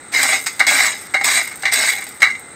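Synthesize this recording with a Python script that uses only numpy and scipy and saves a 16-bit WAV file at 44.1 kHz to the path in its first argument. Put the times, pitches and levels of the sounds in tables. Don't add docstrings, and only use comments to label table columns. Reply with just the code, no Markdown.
import sys
import numpy as np
from scipy import signal
from scipy.io import wavfile
from scipy.ndimage import uniform_filter1d

SR = 44100
rng = np.random.default_rng(int(sys.argv[2]) if len(sys.argv) > 2 else 0)


def inscribe(sig):
    pcm = np.round(np.clip(np.atleast_2d(sig).T, -1, 1) * 32767)
    wavfile.write(sys.argv[1], SR, pcm.astype(np.int16))


N = 112454
RING_T = np.arange(11264) / SR

# frequency in Hz, relative level in dB per Hz.
WALLS = [(40, -71), (250, -29.5), (420, -15.5), (560, -16.5), (790, -4), (950, -24), (1120, -6),
         (1370, -10.5), (1560, 0.5), (1740, -3.5), (2100, 5.5), (2330, -1), (2480, -34.5), (2820, -4.5),
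         (3060, -26), (3900, -11.5), (4400, -16.5), (8000, -33.5), (16000, -63)]
# frequency in Hz, relative level in dB per Hz.
GRIT = [(100, -64), (900, -9.5), (2400, -3.5), (3100, -13), (3900, -2), (4300, -11), (4600, -5.5),
        (5400, -6), (5650, -10), (6100, -9.5), (6450, -5.5), (6900, -4.5), (7200, -9), (8200, 1),
        (8650, -6.5), (9100, -15), (11200, -25.5), (11850, -16), (12600, -24), (13800, -16), (15000, -28),
        (16000, -29)]
# frequency in Hz, relative level in dB per Hz.
SNAP = [(200, -58), (3000, -12), (6500, -12.5), (8500, 11), (9500, -4), (12000, -10.5), (13900, 0.5),
        (16000, -14.5)]


def amp(db):
    return 10 ** (np.asarray(db) / 20)


def unit(x):
    return x / np.sqrt(np.sum(x ** 2) + 1e-20)


def add(mix, s, sound):
    part = mix[round(s * SR):][:len(sound)]
    part += sound[:len(part)]


def fade(t60):
    return amp(-60 * RING_T / t60)


def colour(x, points, size=4096):
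    table_hz, table_db = np.transpose(points)
    hz = abs(np.fft.fftfreq(size, 1 / SR))
    log_gain = np.log(amp(np.interp(np.log(hz + 1), np.log(table_hz), table_db)))
    taps = np.fft.ifft(np.exp(np.conj(signal.hilbert(log_gain)))).real
    return signal.oaconvolve(x, unit(taps[:size // 2]))[:len(x)]


def yard():
    # frequency in Hz, relative level in dB per Hz.
    yard_spectrum = [(20, -19), (100, 1), (180, 1.5), (300, 4.5), (500, 2), (650, -3.5), (820, 3),
                     (1050, -7), (1300, 4), (1750, -1.5), (2050, 5), (2500, -10.5), (3200, -16),
                     (3950, -3.5), (4400, -16), (5900, -18), (7400, -8.5), (8000, -2.5), (8400, 10.5),
                     (8650, -3), (9000, -19), (11500, -27.5), (13800, -29), (16000, -24)]
    return amp(-38) * colour(rng.standard_normal(N), yard_spectrum)


def burst(t60, tail_db, tail_t60):
    noise = rng.choice([-1., 1.], len(RING_T))
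    return unit(noise * (fade(t60) + amp(tail_db) * fade(tail_t60)))


def pebble(response):
    colour_db, colour_hz = 4, 210.8
    hz = np.fft.rfftfreq(len(response), 1 / SR)
    knots = rng.standard_normal(400)
    uneven_db = colour_db * np.interp(hz / colour_hz, np.arange(len(knots)), knots)
    log_gain = np.log(amp(uneven_db))
    both_sides = np.concatenate([log_gain, log_gain[-2:0:-1]])
    gain = np.exp(np.conj(signal.hilbert(both_sides)))
    return unit(np.fft.ifft(np.fft.fft(response) * gain).real)


def wall_contact():
    return pebble(burst(0.012, tail_db=-9, tail_t60=.18))


def bar_ring(top_hz=20000):
    # frequency in Hz, relative level in dB, time to fall 60 dB in seconds.
    bar_modes = [(266.6, -20, 0.25), (631, -16.5, 0.13), (774.8, -16.5, 0.18), (989, -23, 0.27),
                 (1256, -19, 0.071), (1538, -12, 0.11), (1650, -13, 0.18), (1856, -8.5, 0.17),
                 (1999, -2, 0.16), (2069, -3, 0.39), (2143, -2.5, 0.092), (2166, 4.5, .17),
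                 (2308, -2.5, .16), (2815, -21, 0.14), (3906, -3.5, 0.14), (3994, -1, 0.064),
                 (4240, -24, 0.29), (4540, -21.5, 0.19), (5260, -21.5, 0.12), (6410, -13.5, 0.3),
                 (6880, -11, .1), (7400, -12, 0.13), (8400, -17, 0.041)]
    detune = 0.006
    out = np.zeros(len(RING_T))
    draws = rng.uniform(-1, 1, (len(bar_modes), 3))
    for (hz, db, t60), (weight, shift, side) in zip(bar_modes, draws):
        softness = np.hypot(1, (hz / top_hz) ** 2)
        gain = np.sign(side) * (1 + 0.56 * weight) * amp(db) / softness
        out += gain * fade(t60) * np.sin(2 * np.pi * hz * (1 + detune * shift) * RING_T)
    return unit(out)


def pull_effort():
    # start in seconds, rise time in seconds, moment of easing off in seconds,
    # release time in seconds, level in dB, trickle level in dB, trickle decay time in seconds.
    pulls = [(0.114, 0.032, 0.35, 0.031, -2, -17.5, 0.22), (0.664, 0.0015, .85, 0.046, 0, -15, 0.17),
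             (1.233, 0.01, 1.3754, 0.032, 0, -13.5, 0.15), (1.711, 0.0094, 1.9045, 0.036, -2, -12, .12)]
    surge_db, surge_s = 0.75, .018
    t, drag, loose = np.arange(N) / SR, np.zeros(N), np.zeros(N)
    for start, rise, ease, release, db, trickle_db, trickle_s in pulls:
        on = np.clip((t - start) / rise, 0, 1)
        after = np.maximum(t - ease, 0)
        drag += amp(db) * on * np.exp(-after / release)
        loose += amp(trickle_db) * on * np.exp(-after / trickle_s)
    surge = uniform_filter1d(rng.standard_normal(N), max(int(surge_s * SR), 1))
    return drag * amp(surge_db * surge / np.std(surge)), loose


def contacts(per_s, spread_db, effort):
    spread = np.minimum(rng.exponential(1, N), 3.5)
    size = amp(spread_db * spread) * rng.choice([-1, 1], N)
    share = np.sqrt(np.minimum(effort, 1)) + 1e-6
    chance = per_s * share / SR
    hit = rng.random(N) < chance
    return hit * size / np.std(size) * effort / np.sqrt(chance)


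def scatter(clicks, response, count):
    catch_s, overlap = .028, .3
    turn = np.floor(np.arange(N) / SR / catch_s + overlap * rng.standard_normal(N)).astype(int)
    order = np.concatenate([rng.permutation(count) for _ in range(20)])
    spot = order[turn % (20 * count)]
    return sum(signal.oaconvolve(clicks * (spot == k), response())[:N] for k in range(count))


def scraping():
    def grind_contact():
        return pebble(burst(0.013, tail_db=-7, tail_t60=.08))

    def trickle_contact():
        return pebble(burst(0.001, tail_db=-22, tail_t60=.04))

    drag, loose = pull_effort()
    drum_clicks = contacts(480, spread_db=3.5, effort=drag)
    walls = scatter(drum_clicks, wall_contact, count=20)
    ring = scatter(drum_clicks, bar_ring, count=16)
    grind_clicks = contacts(1500, spread_db=-0.5, effort=np.hypot(drag, loose))
    grind = scatter(grind_clicks, grind_contact, count=16)
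    trickle = scatter(contacts(380, spread_db=1, effort=loose), trickle_contact, count=12)
    drumming = amp(-20.5) * colour(walls, WALLS) + amp(-18.5) * ring
    return drumming + amp(-17.5) * colour(grind, GRIT) + amp(-19) * colour(trickle, SNAP)


def clatter():
    # start in seconds, strength of the whole blow in dB,
    # then ring, crunch and hollow knock within it, each in relative dB.
    blows = [(.23, -7.5, -7, 17.5, 2), (.251, -9, 5, 4, 9), (.29, -7.5, 9, -16, 3),
             (.329, -12, -25, -17, 11.5), (.461, -21, 7, 22.5, -17), (.466, -6.5, 2.5, 14, -14),
             (.594, -5.5, -25, 11.5, 0), (.599, -4.5, -17, -1, -2), (.603, 5.5, -2.5, -21, -4),
             (.609, 0.5, 1.5, -28, -35), (.62, -10, -21, -23, 4.5), (.667, -4, -1, 12, 0),
             (.712, -10, -5, -2.5, 12), (.783, -2.5, 2.5, 0, -3), (1.138, -12, 1, 6, -5),
             (1.142, -0.5, 4.5, -1.5, 3.5), (1.146, -8, 12.5, -17, 1), (1.153, -4, -4, -23, -31),
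             (1.166, -12, 9.5, -20, -3), (1.211, -5, 3.5, -1, 2), (1.244, -8, -8, 13, -10),
             (1.277, -7, -20, 14, 0), (1.35, -21, 5.5, -10, -19), (1.412, -10, -2, 5, -5),
             (1.472, -14.5, 1.5, 7, -21), (1.514, -17.5, 6, 4, -5), (1.622, -21, -4, 16, -11),
             (1.633, -7, 1, -7, 1.5), (1.654, 5.5, -2.5, -6, -12.5), (1.659, -25, -15, -11, -23),
             (1.679, -9, 9, 0, -24), (1.722, -11.5, -2, 15.5, 2), (1.833, -8.5, 6.5, -5, 2.5),
             (1.97, -19, 7.5, -4, -3.5), (1.981, -15.5, 8, 8, -1), (2.02, -17.5, 6, 8, -6),
             (2.066, -20, -6, 10.5, 1.5), (2.203, -19, 1, 12.5, 2), (2.219, 1.5, 3, 4, -10),
             (2.225, 4.5, -28, -22, -14), (2.229, 8, -2, -22, -23), (2.238, -9, 14, -19, -20),
             (2.247, -16, 22, -17, -18), (2.27, -7, 3.5, -22, -6.5), (2.283, -12.5, 4.5, -18, -23),
             (2.304, -19.5, 13.5, 8.5, -15), (2.35, -12.5, 0, -6, -26)]
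    # frequency in Hz, relative level in dB per Hz.
    knock_spectrum = [(40, -45), (200, -29), (275, -17), (380, -30), (560, -17), (645, -8.5), (705, -15),
                      (785, 1.5), (850, -7.5), (930, -17), (1120, -14.5), (1400, -13), (2500, -34),
                      (16000, -78)]
    out = np.zeros(N)
    onset = 1 - np.exp(-RING_T / 0.00058)
    low_cut = signal.butter(3, 990, "highpass", fs=SR, output="sos")
    for s, db, ring_db, crunch_db, knock_db in blows:
        clack = amp(11.5) * unit(colour(wall_contact() * onset, WALLS))
        ring = amp(10.5 + ring_db) * bar_ring(top_hz=3340) * onset
        stones = pebble(burst(0.066, tail_db=-13.5, tail_t60=0.41))
        crunch = amp(3 + crunch_db) * unit(colour(stones * onset, GRIT))
        thud = rng.standard_normal(len(RING_T)) * fade(0.081)
        knock = amp(6 + knock_db) * unit(colour(thud, knock_spectrum))
        bright_part = signal.sosfilt(low_cut, clack + ring)
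        add(out, s, amp(db) * (bright_part + crunch + knock))
    return out


def snaps():
    # start in seconds, relative level in dB.
    snap_times = [(0.231, -1.5), (.387, -20), (0.413, -17), (0.425, -16), (.44, -16.5), (.557, -29),
                  (1.244, -5), (1.558, -18), (1.728, -12), (1.736, -3.5), (1.74, -5), (2.042, -18),
                  (2.09, -17), (2.396, -21.5)]
    out = np.zeros(N)
    for s, db in snap_times:
        add(out, s, amp(11.5 + db) * burst(0.0023, tail_db=-15, tail_t60=0.096))
    return colour(out, SNAP)


def scene():
    return (yard() + scraping() + clatter() + snaps())[None]


def record(dry):
    ceiling = 1.0
    soft = dry / (1 + (dry / ceiling) ** 8) ** (1 / 8)
    low_pass = signal.firwin(511, 15800, window=("kaiser", 9), fs=SR)
    return signal.oaconvolve(soft, low_pass[None], "same")


dry = scene()
out = record(dry)
inscribe(out)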